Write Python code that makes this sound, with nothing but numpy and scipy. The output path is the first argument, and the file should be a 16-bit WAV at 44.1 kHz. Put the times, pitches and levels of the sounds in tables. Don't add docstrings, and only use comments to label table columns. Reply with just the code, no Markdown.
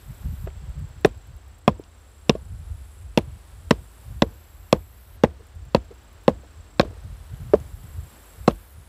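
import sys
import numpy as np
from scipy import signal
from scipy.fft import rfft, irfft
from scipy.io import wavfile
from scipy.ndimage import uniform_filter1d, minimum_filter1d

SR = 44100
rng = np.random.default_rng(int(sys.argv[2]) if len(sys.argv) > 2 else 0)


def volts_from_decibels(level):
    exponent = np.asarray(level, float) / 20
    return 10 ** exponent


def pcm_store(signal):
    levels = np.round(np.clip(np.atleast_2d(signal), -1, 1) * 32767)
    wavfile.write(sys.argv[1], SR, levels.astype(np.int16).T)


N = 391608


def evened(x):
    return x / np.sqrt(np.mean(x ** 2) + 1e-20)


def sized(x, db):
    return volts_from_decibels(db) * x / np.linalg.norm(x)


def curves(rows):
    s, *columns = np.transpose(rows)
    return [np.interp(np.arange(N) / SR, s, c) for c in columns]


def colour(x, points):
    f, db = np.transpose(points)
    hz = np.fft.rfftfreq(len(x), 1 / SR) + 1
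    gain_db = np.interp(np.log(hz), np.log(f), db, db[0] - 30, db[-1] - 27.5)
    return irfft(rfft(x) * volts_from_decibels(gain_db), len(x))


def drift(hz):
    lowpass = signal.butter(2, hz, fs=SR, output="sos")
    return evened(signal.sosfilt(lowpass, rng.standard_normal(N)))


def steady(x, size):
    power = uniform_filter1d(evened(x) ** 2, size=size)
    return evened(x / abs(power + .05) ** 0.41)


def ring(x, hz, width):
    return signal.lfilter(*signal.iirpeak(hz, hz / width, SR), x)


def burst(db, t60, rise=0.0001):
    t = np.arange(9000) / SR
    level = volts_from_decibels(db - 60 * t / max(t60, .004)) * (1 - np.exp(-t / rise))
    return level * rng.standard_normal(len(t))


def add(mix, s, sound):
    part = mix[round(s * SR):][:len(sound)]
    part += sound[:len(part)]


# (pitch_hz, level_db)
AIR_TONE = [(30, -13.5), (150, 2.5), (500, 0.5), (1500, -3), (2200, -8), (3500, -9.5), (7000, -17),
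            (15600, -22)]
# (time_s, level_db)
AIR_LEVEL = [(0, -60), (1.0, -61.5), (1.5, -64.5), (4.1, -62), (4.9, -64), (7.5, -60.5), (8.4, -59),
             (8.7, -63)]


def air():
    level_db = curves(AIR_LEVEL)[0] + 5.5 + .5 * drift(3.8)
    return volts_from_decibels(level_db) * evened(colour(rng.standard_normal(N), AIR_TONE))


# (time_s, level_db)
GUSTS = [(0, -50), (.2, -49), (.3, -35), (.47, -37), (.85, -42), (1.3, -45), (1.45, -48.5), (2.12, -49),
         (2.3, -43.5), (2.6, -39), (2.95, -43.5), (3.95, -47), (6.7, -46.5), (6.95, -40), (7.4, -44.5),
         (8.0, -45), (8.1, -50.5), (8.88, -47.5)]
# (pitch_hz, level_db)
RUMBLE_TONE = [(8.8, -36), (27, -11.5), (53, 6.5), (85, 3), (156, -27), (250, -46.5), (320, -60.5),
               (550, -120)]
# (time_s, push_db, flutter_db)
PUFFS = [(.1, -40, -43), (.27, -34.5, -34), (.78, -45, -46), (1.33, -47, -48), (1.48, -47, -68),
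         (2.52, -44, -44), (2.719, -39, -71), (3.06, -39.5, -61), (3.3, -43, -43.5), (3.57, -46, -56),
         (4.12, -39, -38), (4.6, -48, -72), (5.14, -52, -71), (5.6, -45, -65), (6.58, -53, -70),
         (7.1, -41, -43), (7.32, -50, -53), (7.44, -51, -39), (7.981, -37, -43), (8.43, -44, -55),
         (7.85, -58, -44.5), (8.78, -50, -50)]
# (time_s, level_db)
HIGH_EDDIES = [(0.104, -31.5), (0.256, -30), (0.283, -31), (0.329, -27.5), (0.442, -33), (0.473, -39),
               (0.539, -55), (0.573, -49), (0.631, -37), (0.685, -34.5), (0.777, -32), (0.816, -31),
               (0.852, -39), (0.907, -41), (0.967, -43.5), (1.182, -52), (1.303, -42.5), (1.801, -43),
               (2.43, -45), (2.46, -45), (2.532, -34.5), (2.612, -43), (2.712, -48), (2.754, -51),
               (2.813, -59), (3.067, -48), (3.279, -36), (3.359, -39.5), (3.596, -47), (3.823, -44),
               (4.073, -45), (4.124, -34), (4.163, -38), (5.57, -48), (5.677, -43), (6.395, -48),
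               (6.58, -52.5), (6.896, -36.5), (7.054, -35), (7.09, -40.5), (7.334, -35), (7.415, -35.5),
               (7.459, -35), (7.49, -34), (7.617, -38), (7.664, -46), (7.728, -44), (7.78, -43),
               (7.845, -36), (7.969, -50), (7.996, -42), (8.049, -41), (8.413, -44), (8.793, -47.5)]
# (time_s, level_db)
LOW_EDDIES = [(0.26, -25.5), (0.305, -31), (0.404, -33), (0.448, -34), (0.478, -30), (0.582, -35),
              (0.636, -36), (0.703, -28.5), (0.784, -29), (0.854, -32), (0.978, -38), (1.025, -40),
              (1.173, -33.5), (1.357, -36.5), (2.363, -46), (2.418, -38), (2.504, -36), (2.535, -44),
              (2.571, -33.5), (2.646, -37), (2.71, -27.5), (2.82, -32), (3.07, -32.5), (3.323, -37),
              (3.668, -34), (4.102, -36), (4.184, -36), (5.567, -34.5), (5.63, -37), (6.377, -41),
              (6.596, -37), (6.776, -44), (7.127, -34), (7.219, -38), (7.328, -32), (7.417, -33.5),
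              (7.515, -42), (7.662, -40), (7.739, -32), (7.789, -35), (7.882, -37), (7.984, -29),
              (8.02, -34), (8.41, -37)]


def wind():
    puff_s, eddy_s = 0.052, 0.015
    thud_db, thud_rise_s, thud_t60 = -27, 0.0076, 0.33
    lead_s = 4000 / SR
    t = np.arange(-4000, 12000) / SR
    after = t[4000:]

    gust_db = curves(GUSTS)[0]
    push = volts_from_decibels(gust_db)
    shake = volts_from_decibels(-12.5 + gust_db + 0.83 * (gust_db + 34.0))
    puff = np.exp(-(t / puff_s) ** 2)
    for s, db, flutter_db in PUFFS:
        add(push, s - lead_s, volts_from_decibels(db) * puff)
        add(shake, s - lead_s, volts_from_decibels(flutter_db) * puff)

    push, shake = (push * volts_from_decibels(-1.5)) ** 2, (shake * volts_from_decibels(-5.5)) ** 2
    eddy = np.exp(-2 * (t / eddy_s) ** 2)
    for s, db in HIGH_EDDIES:
        add(shake, s - lead_s, volts_from_decibels(2 * (db - 1.5)) * eddy)
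    for s, db in LOW_EDDIES:
        add(push, s - lead_s, volts_from_decibels(2 * db) * eddy)
    thud = (volts_from_decibels(thud_db - 60 * after / thud_t60) * (1 - np.exp(-after / thud_rise_s))) ** 2
    for s, *_ in CHOPS:
        add(push, s, thud)

    body = steady(colour(rng.standard_normal(N), RUMBLE_TONE), size=1500)
    flutter = ring(ring(ring(rng.standard_normal(N), 111, 96), 100, 91.5), 125, 86)
    flutter = evened(ring(steady(flutter, size=800), 110, 120))
    gusts = volts_from_decibels(1.5 * drift(28.5)) * (np.sqrt(push) * body + np.sqrt(shake) * flutter)
    vent = signal.butter(3, 40, "high", fs=SR, output="sos")
    return signal.sosfilt(vent, gusts)


def phrases(rows, swell_s):
    t, db, slack = np.arange(N) / SR, np.full(N, -100.), np.zeros(N)
    for start, end, top_db in rows[::-1]:
        on = slice(max(round(start * SR), 0), round(end * SR))
        db[on] = top_db
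        slack[on] = np.exp((start - t[on]) / swell_s)
    return uniform_filter1d(db, size=1600), uniform_filter1d(slack, size=800)


def cricket(db, hz, rate, start, fall=0.081, duty=0.58):
    cycle = (start + np.cumsum(rate * (1 + 0.0069 * drift(2.2))) / SR) % 1
    stroke = np.minimum(cycle / duty, 1)
    pitch = hz * (1 + fall * (.1 - stroke ** 3.5) + 0.014 * drift(120))
    roughness = volts_from_decibels(1.2 * drift(30) + 1.4 * drift(300))
    shape = np.sin(np.pi * stroke ** 0.35) * roughness
    return volts_from_decibels(db) * evened(shape * np.sin(2 * np.pi * np.cumsum(pitch) / SR))


def trill(rows, top_hz, sag_hz, rate, start, fall):
    db, slack = phrases(rows, 0.39)
    return cricket(db - 5.5 * slack, top_hz - sag_hz * slack, rate, start, fall)


# (start_s, end_s, level_db)
LOW_CRICKET = [(.12, 1.3, -69.5), (1.77, 3.12, -69.5), (3.55, 4.9, -71), (5.42, 6.85, -68),
               (7.35, 8.65, -70)]
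# (start_s, end_s, level_db)
NEIGHBOUR = [(-2.5, 0.19, -66.5), (-0.6, 1.1, -67.5), (0, 1.75, -69), (2.5, 5, -71), (1.5, 4.1, -68),
             (7.5, 7.2, -69.5), (6.5, 7.6, -69.5), (7.5, 8.5, -64), (9, 9, -73)]
# (start_s, end_s, level_db)
HIGH_CRICKET = [(-.3, .87, -69.5), (1.14, 2.36, -72), (2.7, 4.09, -69.5), (4.3, 5.66, -73),
                (5.85, 7.31, -71), (7.55, 8.6, -68)]


def crickets():
    near = trill(LOW_CRICKET, 7600, 380, 30.3, 0.083, fall=0.05)
    near += trill(NEIGHBOUR, 7600, 90, 30.05, 0.66, fall=0.099)
    near += trill(HIGH_CRICKET, 8170, 300, 31.2, 0.44, fall=0.029)
    chorus = evened(ring(ring(rng.standard_normal(N), 7750, 900), 7750, 900))
    return near + volts_from_decibels(-76.5) * chorus


def katydid(db, rate, wing, sharp=0.19, teeth_hz=300, same=.5):
    stroke = np.arange(N) * rate / SR % 1
    scrape = (0.31 + np.exp(-stroke / sharp)) * rng.standard_normal(N)
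    teeth = scrape + same * np.roll(scrape, round(SR / teeth_hz))
    return volts_from_decibels(db) * evened(colour(teeth, wing))


def buzz(rows):
    db, slack = phrases(rows, 0.46)
    return db - 16.5 * slack


# (time_s, level_db)
TICKS = [(0.4903, -64), (0.5694, -58), (0.6424, -69), (0.692, -54), (0.7926, -52), (0.8854, -53),
         (1.0081, -52), (1.0884, -70), (1.172, -56), (1.2698, -54), (1.3628, -53), (1.479, -53),
         (1.5823, -51), (1.79, -55), (5.3926, -61), (5.4665, -53), (5.5503, -56), (5.6505, -53),
         (5.8436, -57), (5.9394, -54), (6.0302, -55), (6.127, -52), (6.2342, -52)]


def ticks():
    out, t = np.zeros(N), np.arange(900) / SR
    for s, db in TICKS:
        scrape = volts_from_decibels(db - 60 * t / .03) * (1 - np.exp(-t / .002))
        add(out, s, scrape * rng.standard_normal(len(t)))
    return volts_from_decibels(6.0) * ring(out, 11700, 4500)


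# (start_s, end_s, level_db)
HIGH_BUZZ = [
    (-0.5, 0.474, -55.5),
    (3, 3.5, -72),
    (3.5, 5.18, -59),
    (7, 8.755, -58.5),
]
LOW_BUZZ = [(-0.5, 0.46, -57), (1.8, 3.04, -56), (2.5, 4.2, -57.5), (9, 3.8, -65), (3.5, 5.18, -64),
            (6.7, 9.3, -56.5), (8, 9, -49)]
MID_BUZZ = [
    (3.9, 5.18, -70.5),
    (6.9, 8.4, -68),
]
# (pitch_hz, level_db)
HIGH_WING = [(8000, -17), (10500, -2), (11800, 12.5), (12500, 18), (13200, 8.5), (15500, 7)]
LOW_WING = [(6500, -2.5), (8500, 5), (10000, 7), (11000, 6.5), (13000, -0.5), (15500, -11)]


def katydids():
    mid_wing = [(10300, -8.0), (10900, -3), (11500, -8)]  # (pitch_hz, level_db)
    high = katydid(buzz(HIGH_BUZZ) - 2.5, 109, HIGH_WING, .15)
    low = katydid(buzz(LOW_BUZZ) - 6, 95, LOW_WING, 0.25)
    middle = katydid(buzz(MID_BUZZ), 101, mid_wing, 0.33)
    return high + low + middle + ticks()


# (level_db, t60_s, leaves_db)
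AFTER_CHOP = [(-21.5, 0.085, -31.5), (-12, 0.042, -35.5), (-15.5, 0.04, -31), (-15.5, 0.04, -33),
              (-15.5, 0.041, -31.5), (-12.5, 0.041, -40), (-18.5, 0.095, -36), (-13.5, 0.064, -49),
              (-17, 0.065, -34.5), (-12.5, 0.055, -46.5), (-13.5, 0.047, -27.5), (-14.5, 0.031, -51.5),
              (-16.5, 0.084, -49.5)]
# (time_s, level_db)
SETTLES = [(0.4706, -46), (.476, -38), (1.801, -45), (2.359, -38), (5.395, -58.5), (5.42, -43),
           (5.915, -37.5), (6.443, -40), (6.847, -24), (6.876, -40), (6.905, -36.5), (6.927, -39),
           (6.963, -54)]
# (pitch_hz, width_hz, level_db)
LOOSE_PLANK = [(197, 57, 6), (347, 58, 2.5), (443, 36, 0), (510, 25, 0.5), (577, 41, -3.5), (670, 140, -4),
               (997, 300, -9)]
# (pitch_hz, level_db)
LEAVES_TONE = [(300, 22), (1000, -9), (3000, 2), (6000, -11), (14000, -42)]


def chatter():
    pushes, rustle = np.zeros(N), np.zeros(N)
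    rows = [(chop[0] + chop[-1] / 1000, *after) for chop, after in zip(CHOPS, AFTER_CHOP)]
    rows += [(s, db, .045, db - 22) for s, db in SETTLES]
    for s, db, t60, leaf_db in rows:
        settling, lingering = burst(db, t60, 0.001), burst(db - 23.5, 0.35, .001)
        add(pushes, s, settling + lingering)
        add(rustle, s - .008, burst(leaf_db - 7.5, 0.17, 0.00081))
    murmur = np.zeros(N)
    for k, (hz, width, db) in enumerate(LOOSE_PLANK):
        murmur += (-1) ** k * volts_from_decibels(db) * ring(pushes, hz, width)
    return volts_from_decibels(10) * murmur + colour(rustle * volts_from_decibels(3.1 * drift(200)), LEAVES_TONE)


# (pitch_hz, level_db, t60_s, start_turns)
PLANK_MODES = [
    (143, -4.5, 0.046, 0.62),
    (240, 0.5, 0.036, 0.13),
    (307, -7.8, 0.022, 0.4),
    (453, 1.9, 0.032, -0.23),
    (476, 1.6, 0.035, 0.23),
    (585, -4.5, 0.042, -0.07),
    (688, 1.8, 0.022, 0.18),
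    (995, -5.8, 0.022, 0.13),
]
MUTE_DB = [0, -16, -16, -16]


def knock(mute_ms, slap_ms, hit_db, slap_db, pitch):
    t, sound = np.arange(4000) / SR, 0
    grip = 1 / (1 + np.exp((mute_ms / 1000 - t) / .0006))
    hit, slap = (0, 1, hit_db), (abs(slap_ms) / 1000, np.sign(slap_ms), slap_db)
    for late_s, push, levels_db in (hit, slap):
        u = np.maximum(t - late_s, 0)
        rise = push * (1 - np.exp(-u / .0003))
        for k, (hz, db, t60, turns) in enumerate(PLANK_MODES):
            fade_db = levels_db[k // 2] + db - 60 * u / t60 + MUTE_DB[k // 2] * grip
            sound = sound + rise * volts_from_decibels(fade_db) * np.sin(2 * np.pi * (pitch * hz * u + turns))
    return sound


# (time_s, long_bending_db, lower_knock_db, upper_knock_db, cloth_mutes_after_ms)
CHOPS = [(1.048, -11.5, 7.8, 2.3, 12.4), (1.6785, -2.0, 7.5, 5.9, 8.8), (2.295, -2.2, -23.8, -9.0, 9.0),
         (3.1749, -6.4, 1.8, -7.5, 10.3), (3.709, -2.3, -0.6, -6.2, 10.5), (4.2214, -6.8, -3.3, -3.7, 6.0),
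         (4.7276, -4.3, -3.1, -30.0, 9.3), (5.2367, -0.4, 8.7, -0.5, 6.0),
         (5.7473, -4.2, -5.9, -30.0, 11.3), (6.2808, -8.0, -0.2, 0.1, 8.4),
         (6.7964, -4.8, -5.5, -9.9, 10.6), (7.5357, -29.8, 5.5, 3.3, 15.0), (8.4792, -6.6, -1.3, 0.5, 9.1)]
# (later_ms, negative for a pull; long_bending_db, lower_knock_db, upper_knock_db, clack_db)
SLAPS = [(-3.75, -10.9, -7.0, -5.3, -13.7), (-2.63, -30.0, 0.6, -30.0, -2.8),
         (3.44, -30.0, 0.2, -8.0, -11.3), (-2.43, -15.5, 0.2, -22.8, -30.0),
         (1.29, -28.8, 2.3, -11.3, -30.0), (1.1, -18.6, 8.9, 6.7, -7.1), (3.65, -30.0, 0.3, -11.7, -5.6),
         (3.68, -30.0, 9.2, -30.0, -2.2), (-1.97, -18.7, -0.9, -0.9, -27.9),
         (-1.44, -8.3, -6.9, -1.1, -20.0), (-2.2, -30.0, 1.0, 0.7, -13.3), (1.72, -30.0, 5.5, -5.3, -9.3),
         (-1.72, -8.6, -0.6, 2.7, -9.9)]
# (first_clack_db, pitch_factor)
LIE = [(-7.8, 0.998), (-30.0, 0.997), (-30.0, 0.991), (-21.7, 0.98), (-15.5, 0.987), (-9.4, 0.958),
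       (-1.4, 0.977), (-2.1, 0.971), (-4.4, 0.95), (-30.0, 0.993), (-4.3, 0.997), (-12.2, 0.99),
       (-6.0, 1.002)]
# (time_s, level_db, pitch_hz,
# t60_s)
BOUNCES = [(0.4717, -29, 643.0, 0.04), (.473, -30, 520, .03), (0.4696, -28.7, 390.0, 0.06),
           (1.7949, -35.2, 293.0, 0.06), (1.7963, -20.1, 401.0, 0.018), (2.3519, -10.3, 423.0, 0.014),
           (2.3513, -23.7, 642.0, 0.044), (5.3994, -41.4, 483.0, 0.035), (5.395, -47.2, 523.0, 0.06),
           (5.405, -43.7, 417.0, 0.06), (5.4059, -38.0, 600.0, 0.01), (5.9067, -35, 405.0, 0.06),
           (5.9117, -36.6, 472.0, 0.06), (6.4323, -52.1, 310.0, 0.06), (6.4344, -38.2, 495.0, 0.029),
           (6.8302, -18.7, 429.0, 0.027), (6.8323, -21.7, 599.0, 0.029), (7.5362, -14, 205, .06),
           (2.352, -29, 210, .05), (6.875, -33, 450, .025), (6.93, -34, 400, .025), (6.967, -38, 480, .025)]


def plank():
    out, t = np.zeros(N), np.arange(4000) / SR
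    for chop, slap, (clack_db, pitch) in zip(CHOPS, SLAPS, LIE):
        s, *hit_db, mute_ms = chop
        slap_ms, *slap_db = slap
        add(out, s, knock(mute_ms, slap_ms, hit_db + [clack_db], slap_db, pitch))
    for s, db, hz, t60 in BOUNCES:
        level = volts_from_decibels(db - 60 * t / t60) * (1 - np.exp(-t / .001))
        add(out, s, level * np.sin(2 * np.pi * hz * t))
    return out


def bite(hold_ms, t60, rise):
    t = np.arange(9000) / SR
    ending = np.maximum(t - hold_ms / 1000, 0)
    level = volts_from_decibels(-60 * ending / max(t60, .003)) * (1 - np.exp(-t / rise))
    return level * np.sign(rng.standard_normal(len(t)))


def fizz(x):
    band = signal.butter(2, [6500, 13000], "band", fs=SR, output="sos")
    return volts_from_decibels(-3.5) * signal.sosfilt(band, x)


# (time_s, level_db, pitch_hz,
# top_end_db)
SNAPS = [(0.4742, -38, 1700, -75), (.463, -49, 3000, -75), (.502, -48, 2450, -75), (0.473, -34, 1020, -70),
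         (.482, -40, 850, -75), (1.056, -27, 2800, -24), (1.0605, -30, 1800, -47), (1.0914, -48, 2230, -60),
         (1.838, -47, 2870, -64), (1.8378, -50, 4900, -70), (2.3025, -25, 2650, -52),
         (2.304, -35, 1700, -60), (3.184, -23, 2560, -29), (3.711, -18, 1760, -39),
         (4.7356, -31, 1830, -50), (4.8224, -52, 2270, -62), (5.2447, -20, 1910, -47),
         (5.269, -48, 1700, -70), (5.759, -37, 3300, -56), (5.7625, -32, 1900, -60),
         (5.765, -41, 3500, -54), (5.9104, -50, 2810, -59), (6.808, -30, 5000, -39),
         (6.811, -21, 2800, -50), (6.812, -22, 1490, -56), (6.834, -47, 3500, -62), (7.344, -47, 3140, -57),
         (7.6004, -46, 7140, -56), (7.6894, -54, 7430, -58), (8.4905, -45, 2700, -60),
         (8.4972, -41, 3640, -58), (8.5, -41, 2900, -65), (8.5082, -36, 3530, -61),
         (8.51, -36.5, 1600, -65), (8.5165, -48, 2300, -68), (8.528, -56, 2500, -68)]


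def snaps():
    out = np.zeros(N)
    for s, db, hz, top_db in SNAPS:
        snap = ring(ring(burst(0, 0.0154, 0.00014), hz, 0.27 * hz), hz, 1.5 * hz)
        add(out, s, sized(snap, db + 14.0) + fizz(burst(top_db, 0.025, 0.00095)))
    return out


# (time_s, plank_end_clack_db, branch_knock_db, top_end_db)
CRACKS = [(1.047, 0, 6.5, -11), (1.6776, 7, -13, -4), (2.2944, 0, -20, -4), (2.352, -22.6, -40, -38),
          (3.1746, -16, -27, -5), (3.7076, 6.5, 0, -2.5), (4.2202, -1.5, -25, -11), (4.7264, 5.5, -19, -2),
          (5.2358, 4, -14, -10), (5.7473, -17, -16, -11), (6.279, 4.5, -10, -14), (6.7955, 11.5, -3, -9.5),
          (7.5377, -2, -10, -32.5), (8.4762, 10, -22, -11)]
# (level_db, level_db, level_db, level_db, level_db)
EDGE_RING = [(2.5, 2.5, -3.5, -9.5, -6.5), (1, 4.5, -0.5, -14, -7), (-5, 7, 3, -6, 1.5),
             (-32, -34, -36, -43, -38.0), (-6.5, 5, -3, -7, -5), (5, 2.5, -3, -4, -2.5),
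             (2, 2.5, 2.5, -6.5, -4), (-12, 3.5, -3.5, -1, -5), (1, -8, -5.5, -18, -7.5),
             (-0.5, 1.5, -4.5, 0.5, -19.5), (-5.5, -3, -10, -8.5, -18), (4.5, -3, 0.5, 0.5, -5.5),
             (-26, -23, -39, -28, -26.3), (-14, -6.5, -18, -7, -18)]
CLACK_LATE_MS = [0, 0.014, 0, 0, 0.36, 0, 0.12, 0.3, 0.27, 0.76, 0, 0.011, 0.047, 1.45]
# (cutting_ms, then_dies_t60_s, plank_middle_db, stone_tip_db, stone_heel_db)
BITES = [(1.6, 0.013, 5.5, -27, -16.5), (1, 0.012, -21, -28, -26), (2, 0.0075, -0.5, -19, -13.5),
         (3.5, .02, -50, -55, -50), (0.76, 0.011, 4.5, -15, -16), (2.1, 0.015, -28, -18, -9),
         (2.4, 0.0064, -4, -30, -20), (0.71, 0.011, -15, -31.5, -7), (2.1, 0.004, 8.5, -40.5, -28.5),
         (1.7, 0.0042, 4, -19, -15), (1.7, .006, 7.5, -22, -26), (1.2, .012, -1, -31.5, -17),
         (3.6, .014, -27, -45, -37), (8.1, 0.0085, -13, -19, -16)]
# (pitch_hz, width_hz)
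BITE_TONES = [
    (1080, 150),
    (1480, 640),
    (1950, 700),
    (2680, 430),
    (3460, 490),
    (4250, 700),
    (5400, 610),
              (810, 150),
    (6100, 500),
    (7350, 1340),
]
# (pitch_hz, width_hz)
GAPS = [(2290, 320), (2920, 300), (4900, 420), (6480, 450)]


def branch():
    wood_late_s, wood_rise_s, wood_t60 = .0006, 0.00072, 0.017
    bark = np.hanning(8)[1:-1]
    out = snaps()
    for crack, stone_db, late_ms, cut in zip(CRACKS, EDGE_RING, CLACK_LATE_MS, BITES):
        s, clack_db, knock_db, top_db = crack
        hold_ms, t60, *extra_db = cut
        add(out, s, sized(fizz(bite(hold_ms, t60, 0.00049)), top_db - 9.5))

        breaks = bite(hold_ms, t60, 0.0002)
        breaks[24:30] += 1.26 * bark
        wood = bite(hold_ms, wood_t60, wood_rise_s)
        clack = bite(0.82, 0.023, 0.0015)
        clack[24:30] += 2.5 * bark

        sound = np.zeros(9000)
        levels_db = [clack_db, knock_db, *stone_db, *extra_db]
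        for k, ((hz, width), db) in enumerate(zip(BITE_TONES, levels_db)):
            if k == 0:
                source, late_s = clack, late_ms / 1000
            elif k in (1, 2, 7):
                source, late_s = wood, wood_late_s
            else:
                source, late_s = breaks, 0
            rung = ring(ring(source, hz, width), hz, 2.3 * width)
            add(sound, late_s, (-1) ** k * sized(rung, db))
        for hz, width in GAPS:
            sound = sound - 0.46 * ring(sound, hz, width)
        add(out, s, sound)
    return out


def scene():
    yard = air() + wind() + crickets() + katydids()
    return (yard + chatter() + plank() + branch())[None]


def roll_off(x):
    return signal.sosfilt(signal.butter(12, 16830, fs=SR, output="sos"), x)


def record(dry):
    room = minimum_filter1d(1 / np.maximum(abs(dry), .97), size=61, axis=1)
    held = dry * uniform_filter1d(room, size=61, axis=1)
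    below = signal.oaconvolve(held, signal.firwin(511, 15650, fs=SR)[None], "same")
    loud = uniform_filter1d(held ** 2, size=600, axis=1) > volts_from_decibels(-30)
    opened = uniform_filter1d(1. * loud, size=200, axis=1)
    mix = below + opened * (held - below)
    edge = signal.firwin(255, 16550, fs=SR)[None]
    return roll_off(signal.oaconvolve(mix, edge, "same"))


dry = scene()
out = record(dry)
pcm_store(out)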